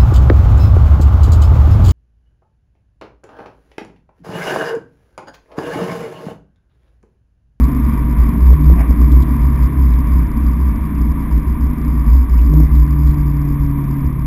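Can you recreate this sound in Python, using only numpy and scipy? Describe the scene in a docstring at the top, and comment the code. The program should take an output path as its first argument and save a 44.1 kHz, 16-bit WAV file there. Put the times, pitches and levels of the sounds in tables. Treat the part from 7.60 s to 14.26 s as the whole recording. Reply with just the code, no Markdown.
"""Inside a V8 coupe on rough asphalt, one camera microphone behind the seats.
The engine is revved through two gear changes and drones on, its exhaust burbling through the floor.
Bumps set the cabin air booming near 60 Hz, panels rumble, trim clicks and the tyres sing around 1 kHz.
The camera's stepped sampling adds a thin sizzle that crackles on the biggest swings."""
import sys
import numpy as np
from scipy.fft import rfft, irfft, next_fast_len
from scipy.io import wavfile
from scipy.ndimage import uniform_filter1d, map_coordinates

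SR = 44100
rng = np.random.default_rng(int(sys.argv[2]) if len(sys.argv) > 2 else 0)


def generate_wav(signal):
    """Clip the signal to [-1, 1] and save it as 16-bit WAV at the path in sys.argv[1]."""
    frames = np.transpose(np.atleast_2d(signal))
    scaled = np.clip(frames, -1, 1) * 32767
    pcm = np.round(scaled).astype(np.int16)
    wavfile.write(sys.argv[1], SR, pcm)


N = 293706


# Coasting, with a sharp rev as it shifts up, then a gentler rev as it shifts down.
# Each row: time in seconds, crank turns a second.
CRANK_SPEED = [(0, 45.55), (.72, 44.1), (.95, 38), (1.05, 37), (1.2, 46), (1.28, 56), (1.45, 36.8),
               (1.53, 33.6), (1.65, 34.15), (3.6, 30.7), (4.35, 29.8), (4.53, 27.6), (4.68, 27.5),
               (4.92, 37.8), (5.0, 39), (5.08, 36.8), (5.5, 36.9), (6.1, 35.25), (6.45, 34.7),
               (6.66, 33.35)]
# The driver's foot. Each row: time in seconds, throttle from 0 to 1.
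PEDAL = [(.92, 0), (1.14, 0.73), (1.28, 0.03), (4.87, 0.03), (4.94, 0.72), (5.01, 0.98), (5.08, 0),
         (5.5, 0.3), (6.1, 0.23), (6.66, 0.04)]
# Clutch down. Each row: start and length in seconds.
CLUTCH_DOWN = [(1.258, 0.11), (4.581, 0.31), (5.043, 0.0093)]
def engine(free_db=-8, exhaust_db=-36, bark_db=10.5):
    """The V8 from behind the seats: the drone drops with the clutch down, the exhaust barks on throttle."""
    speed, = curves(CRANK_SPEED)
    throttle, = curves(PEDAL)
    turns = np.cumsum(speed) / SR
    running_free = np.minimum(sum(swell(start, length) for start, length in CLUTCH_DOWN), 1)
    tones = amp(free_db * running_free) * drone(speed, turns, throttle)
    exhaust = amp(exhaust_db + bark_db * throttle) * burble(turns)
    return tones + exhaust + intake(turns)


# Each row: crank order (4 is the firing rate), coasting level in dB, dB added at full throttle.
ORDERS = [(3, -22.5, -5.5), (4, -22, 14), (5, -25.5, -7), (8, -32, 19.5), (9, -34.5, 7), (10, -34.5, -5)]
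# How the cabin carries an engine tone to the microphone. Each row: frequency in Hz, gain in dB.
CABIN_RESPONSE = [(95, -18), (112, -13.5), (122, -17), (128, -8), (134, -0.5), (148, 1), (165, -4),
                  (176, -6.5), (184, -15), (205, -16), (228, 1), (240, -2.5), (258, -11.5), (283, 0),
                  (310, -6), (370, -16.5)]
def drone(speed, turns, throttle, waver=0.07):
    """Slightly unsteady crankshaft orders swell as they glide through the cabin's resonances."""
    tones = np.zeros(N)
    for order, coast_db, load_db in ORDERS:
        cabin_db = np.interp(order * speed, *np.transpose(CABIN_RESPONSE))
        level = amp(coast_db + load_db * throttle + cabin_db) * (1 + waver * wobble(25))
        tones += np.sqrt(2) * level * np.sin(2 * np.pi * order * turns)
    return tones


# Each entry: one cylinder's relative pulse strength, in firing order.
CYLINDER_PULSES = [5.2, 0.26, 1.7, 1.5, 0.58, 0.34, 0.92, 0.95]
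# The exhaust from inside. Each row: frequency in Hz, relative gain in dB.
PIPE_AND_FLOOR = [(20, -83.5), (90, -11.5), (150, -3.5), (200, -22.5), (280, 7.5), (380, -17), (600, -27.5),
                  (1200, -36.5), (3000, -120)]
def burble(turns, scatter_db=2):
    """Four unequal exhaust pulses a turn come up through pipe and floor."""
    firing = np.floor(turns * 4).astype(int)
    onsets = np.flatnonzero(np.diff(firing)) + 1
    pulses = np.zeros(N)
    pulses[onsets] = np.take(CYLINDER_PULSES, firing[onsets], mode="wrap")
    pulses[onsets] *= amp(scatter_db * rng.standard_normal(len(onsets)))
    return coloured(pulses, PIPE_AND_FLOOR)


# The intake on the first rev. Each row: time in seconds, level in dB.
INTAKE_LEVEL = [(.95, -56), (1.15, -47.5), (1.21, -28), (1.25, -43), (1.29, -49), (1.4, -62)]
# Each row: frequency in Hz, relative level in dB.
INTAKE_SPECTRUM = [(200, -39), (500, -6.5), (660, 8), (850, 1.5), (1150, -8), (1500, -6.5), (2300, -4),
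                   (3000, -24), (6000, -80)]
def intake(turns):
    """Air roars through the open throttle, one gulp for each firing."""
    gulps = 1 + 0.35 * np.cos(2 * np.pi * 4 * turns)
    return amp(curves(INTAKE_LEVEL)[0]) * noise(INTAKE_SPECTRUM) * gulps


# Broken road under the wheels. Each row: start and length in seconds, level in dB.
ROAD_BUMPS = [(0.022, 0.022, -6), (0.225, 0.02, -11), (0.593, 0.045, -7), (.83, 0.042, -7.5),
              (0.901, 0.037, -3.5), (1.065, 0.062, -2.5), (1.188, .03, -8.5), (1.302, 0.0086, -3.5),
              (1.399, 0.061, -6), (1.528, 0.092, -5.5), (1.801, 0.15, -10), (2.023, 0.039, -7.5),
              (2.178, 0.22, -9), (2.507, 0.11, -10.5), (2.762, 0.36, -12.5), (3.408, 0.013, -11.5),
              (3.496, 0.016, -7), (3.731, 0.047, -10), (3.882, .02, -12.5), (4.018, 0.094, -12.5),
              (4.289, 0.019, -10.5), (4.405, 0.015, -11), (4.482, 0.13, -7), (4.723, 0.25, -7.5),
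              (5.018, 0.039, -8.5), (5.121, .11, -6), (5.447, 0.057, -7.5), (6.036, .01, -14),
              (6.461, 0.0049, -11.5)]
# The boom between bumps, easing at the end. Each row: time in seconds, level in dB.
ASPHALT_LEVEL = [(0, -15), (2.5, -17.5), (3.3, -21), (4.5, -17.5), (5.6, -15), (5.85, -21), (6.66, -27.5)]
def cabin_boom(centre_hz=60.84, drift_hz=3.525, flutter_db=1.13, lumpy_db=3.0):
    """The road pumps the lowest mode of the air around the microphone and knocks its pitch about."""
    pitch = centre_hz + drift_hz * wobble(22)
    bumps = sum(amp(db) * swell(start, length) for start, length, db in ROAD_BUMPS)
    bumps *= amp(flutter_db * wobble(24))
    asphalt = amp(curves(ASPHALT_LEVEL)[0] + lumpy_db * wobble(24))
    return np.maximum(bumps, asphalt) * tone(pitch)


# Each row: frequency in Hz, relative level in dB.
SHAKE_SPECTRUM = [(10, -27), (22, -6), (30, -2.5), (40, -4), (52, 0.5), (75, -3.5), (100, -10.5),
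                  (125, -25), (190, -26.5), (500, -120)]
def body_shake(level_db=-22.5, swing_db=2):
    """Rough asphalt shakes the whole body in deep, random swells."""
    return amp(level_db + swing_db * wobble(7)) * noise(SHAKE_SPECTRUM)


# Each row: time in seconds, level in dB.
RUMBLE_LEVEL = [(.25, -21.5), (.5, -24.5), (.76, -21.5), (1.03, -23), (1.2, -25), (1.4, -18.5),
                (1.8, -23.5), (3.2, -25), (3.9, -25.5), (4.35, -25), (4.83, -26.5), (4.95, -19),
                (5.15, -27.5), (6.66, -27.5)]
# Each row: frequency in Hz, relative level in dB.
RUMBLE_SPECTRUM = [(80, -26), (120, -15.5), (165, 0), (195, -10.5), (226, 3), (252, -0.5), (266, -3.5),
                   (287, 0.5), (320, -11.5), (380, -15), (480, -29), (700, -54), (1500, -120)]
def panel_rumble():
    """The road drums on the panels close around the microphone."""
    return amp(curves(RUMBLE_LEVEL)[0]) * noise(RUMBLE_SPECTRUM)


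# Each row: time in seconds, pitch in Hz, level in dB.
DRIVELINE = [(0, 251, -20), (.25, 248, -29.5), (.6, 244.5, -45), (2, 228.4, -40), (2.7, 219.3, -31),
             (3.2, 210.8, -27.5), (4, 207.7, -33.5), (4.7, 201.3, -54), (5.5, 197.7, -37),
             (6.66, 186.8, -44)]
def driveline_hum(waver=0.1):
    """The turning driveline hums one wavering tone that sinks with road speed."""
    hz, db = curves(DRIVELINE)
    return amp(db) * (1 + waver * wobble(15)) * tone(hz)


# The tyres from inside. Each row: frequency in Hz, relative level in dB.
TREAD_SPECTRUM = [(200, -41), (450, -10.5), (690, -9.5), (860, -15.5), (945, 1.5), (1180, -0.5),
                  (1280, -14), (1800, -13), (2300, -13.5), (2600, -24.5), (2950, -30), (3500, -28.5),
                  (4400, -43), (7000, -42), (12000, -120)]
def tyres(start_db=-33.5, flutter_db=0.65, speed_power=1.94):
    """The tread sings on the asphalt, more softly as the car slows."""
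    driveline_hz, _ = curves(DRIVELINE)
    slowing = (driveline_hz / driveline_hz[0]) ** speed_power
    return amp(start_db + flutter_db * wobble(9.8)) * slowing * noise(TREAD_SPECTRUM)


# Each row: time in seconds, peak level in dB.
THUD_PEAKS = [(0.911, -16), (.93, -16.5), (1.1, -20), (1.119, -16), (1.309, -19.5), (1.419, -26),
              (1.527, -30.5), (1.543, -24), (4.939, -17.5)]
# Each row: frequency in Hz, relative gain in dB.
THUD_SPECTRUM = [(150, -17), (300, -5), (420, 4), (620, -3), (850, -11), (1300, -39), (3000, -120)]
def overload_thuds(width_s=0.00027):
    """Short, dull thuds of overload distortion, placed on the biggest booms."""
    t = np.arange(N) / SR
    pulses = sum(amp(db) * np.exp(-((t - at) / width_s) ** 2) for at, db in THUD_PEAKS)
    thuds = coloured(pulses, THUD_SPECTRUM)
    return thuds * pulses.max() / np.abs(thuds).max()


# Each row: start in seconds, level in dB.
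TRIM_CLICKS = [(3.3604, -48.5), (4.7892, -40.5)]
def trim_clicks(ring_hz=2600, half_width_hz=300):
    """Plastic trim and the gear lever click and ring briefly."""
    ring = filtered(rng.standard_normal(N), lambda hz: 1 / (1 + ((hz - ring_hz) / half_width_hz) ** 4))
    return strikes(TRIM_CLICKS, t60=0.09) * unit(ring)


# Each row: start in seconds, level in dB.
CRACKLE_BURSTS = [(0.0394, -42), (0.917, -48), (1.0395, -48), (1.108, -49.5), (1.416, -49), (1.5175, -43),
                  (1.6225, -41.5), (2.0318, -46.5), (4.8554, -51), (4.938, -46), (5.1537, -45.5),
                  (5.472, -45.5), (5.5083, -47)]
# Bright grit, shared with the crest crackle. Each row: frequency in Hz, relative level in dB.
GRIT_SPECTRUM = [(1500, -86.5), (3200, 0), (5000, -4.5), (6000, -14), (7000, -4), (8500, -9), (13000, -39)]
def dry_crackles():
    """Faint, dry crackles, placed on the loudest booms."""
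    return strikes(CRACKLE_BURSTS, t60=0.054) * noise(GRIT_SPECTRUM)


HOLD_HZ = 12000  # rate of the camera's stepped sampling
def sizzle(x, gain_db=1.5):
    """Holding each sample mirrors the sound around the hold rate, in proportion to its slope."""
    slope = filtered(np.gradient(x), lambda hz: hz < HOLD_HZ / 3) * SR / (np.pi * HOLD_HZ)
    return amp(gain_db) * slope * np.sin(2 * np.pi * HOLD_HZ * np.arange(N) / SR)


def crest_crackle(x, mirror_db=-49, grit_db=-53.5, onset=0.19, grit_onset=0.42, trough_share=0.45):
    """High crests mirror the tyre band around half the hold rate; the highest spit grit."""
    def above(wave, threshold):
        return np.clip((wave - threshold) / 0.16, 0, 1)

    swing = x + 0.1 * wobble(500)
    crests = above(swing, onset) + trough_share * above(-swing, 2 * onset)
    band = filtered(x, lambda hz: (hz > 450) / (1 + (hz / 1700) ** 4))
    band /= np.sqrt(np.abs(uniform_filter1d(band ** 2, SR // 20)) + 1e-12)  # held at a steady strength
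    carrier = np.sin(np.pi * HOLD_HZ * np.arange(N) / SR)
    mirror = amp(mirror_db + 1.2 * wobble(70)) * crests * band * carrier
    grit = amp(grit_db + 2.3 * wobble(40)) * above(swing, grit_onset) * noise(GRIT_SPECTRUM)
    return filtered(mirror, lambda hz: 2 / (1 + (hz / 6000) ** 2)) + grit


def amp(db):
    """Decibels to gain."""
    return 10 ** (np.asarray(db) / 20)


def unit(x):
    """Scale to rms 1."""
    return x / np.sqrt(np.mean(x ** 2) + 1e-20)


def curves(rows):
    """One value per sample for each column after the time."""
    times, *columns = np.transpose(rows)
    return [np.interp(np.arange(N) / SR, times, column) for column in columns]


def wobble(rate):
    """A smooth random curve, rate knots a second."""
    return map_coordinates(rng.standard_normal(int(N * rate / SR) + 4), [np.arange(N) * rate / SR])


def tone(hz):
    """A gliding sine of rms 1."""
    return np.sqrt(2) * np.sin(2 * np.pi * np.cumsum(hz) / SR)


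def filtered(x, response):
    """x through a gain that depends on frequency."""
    size = next_fast_len(N + SR // 2)
    return irfft(rfft(x, size) * response(np.fft.rfftfreq(size, 1 / SR)), size)[:N]


def coloured(x, spectrum):
    """x through an (Hz, dB) spectrum, at rms 1."""
    knots_hz, db = np.transpose(spectrum)
    return unit(filtered(x, lambda hz: amp(np.interp(np.log(hz + 1), np.log(knots_hz), db))))


def noise(spectrum):
    """Fresh noise of rms 1 with the given spectrum."""
    return coloured(rng.standard_normal(N), spectrum)


def strikes(rows, t60):
    """A gain that jumps at each start and falls 60 dB in t60 seconds."""
    t = np.arange(N) / SR
    return sum(amp(db - 60 * np.abs(t - start) / t60) * (t >= start) for start, db in rows)


def swell(start, length, rise_s=0.045, fall_s=0.044):
    """A gain that rises to 1, holds and dies away; rise and fall times are per 20 dB."""
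    t = np.arange(N) / SR - start
    return amp(-20 * (np.maximum(-t, 0) / rise_s + np.maximum(t - length, 0) / fall_s))


def scene():
    """Everything meets at one microphone behind the seats."""
    boom = cabin_boom()
    transients = overload_thuds() + trim_clicks() + dry_crackles()
    drive = engine() + driveline_hum()
    road = body_shake() + panel_rumble() + tyres()
    return (drive + boom + road + transients)[None]


def record(dry, knee=16, top_hz=14750):
    """The camera flattens the biggest booms, samples in steps and keeps nothing above its band limit."""
    limited = dry[0] / (1 + np.abs(dry[0]) ** knee) ** (1 / knee)
    stepped = limited + sizzle(limited) + crest_crackle(limited)
    return filtered(stepped, lambda hz: hz < top_hz)[None]


dry = scene()
out = record(dry)
generate_wav(out)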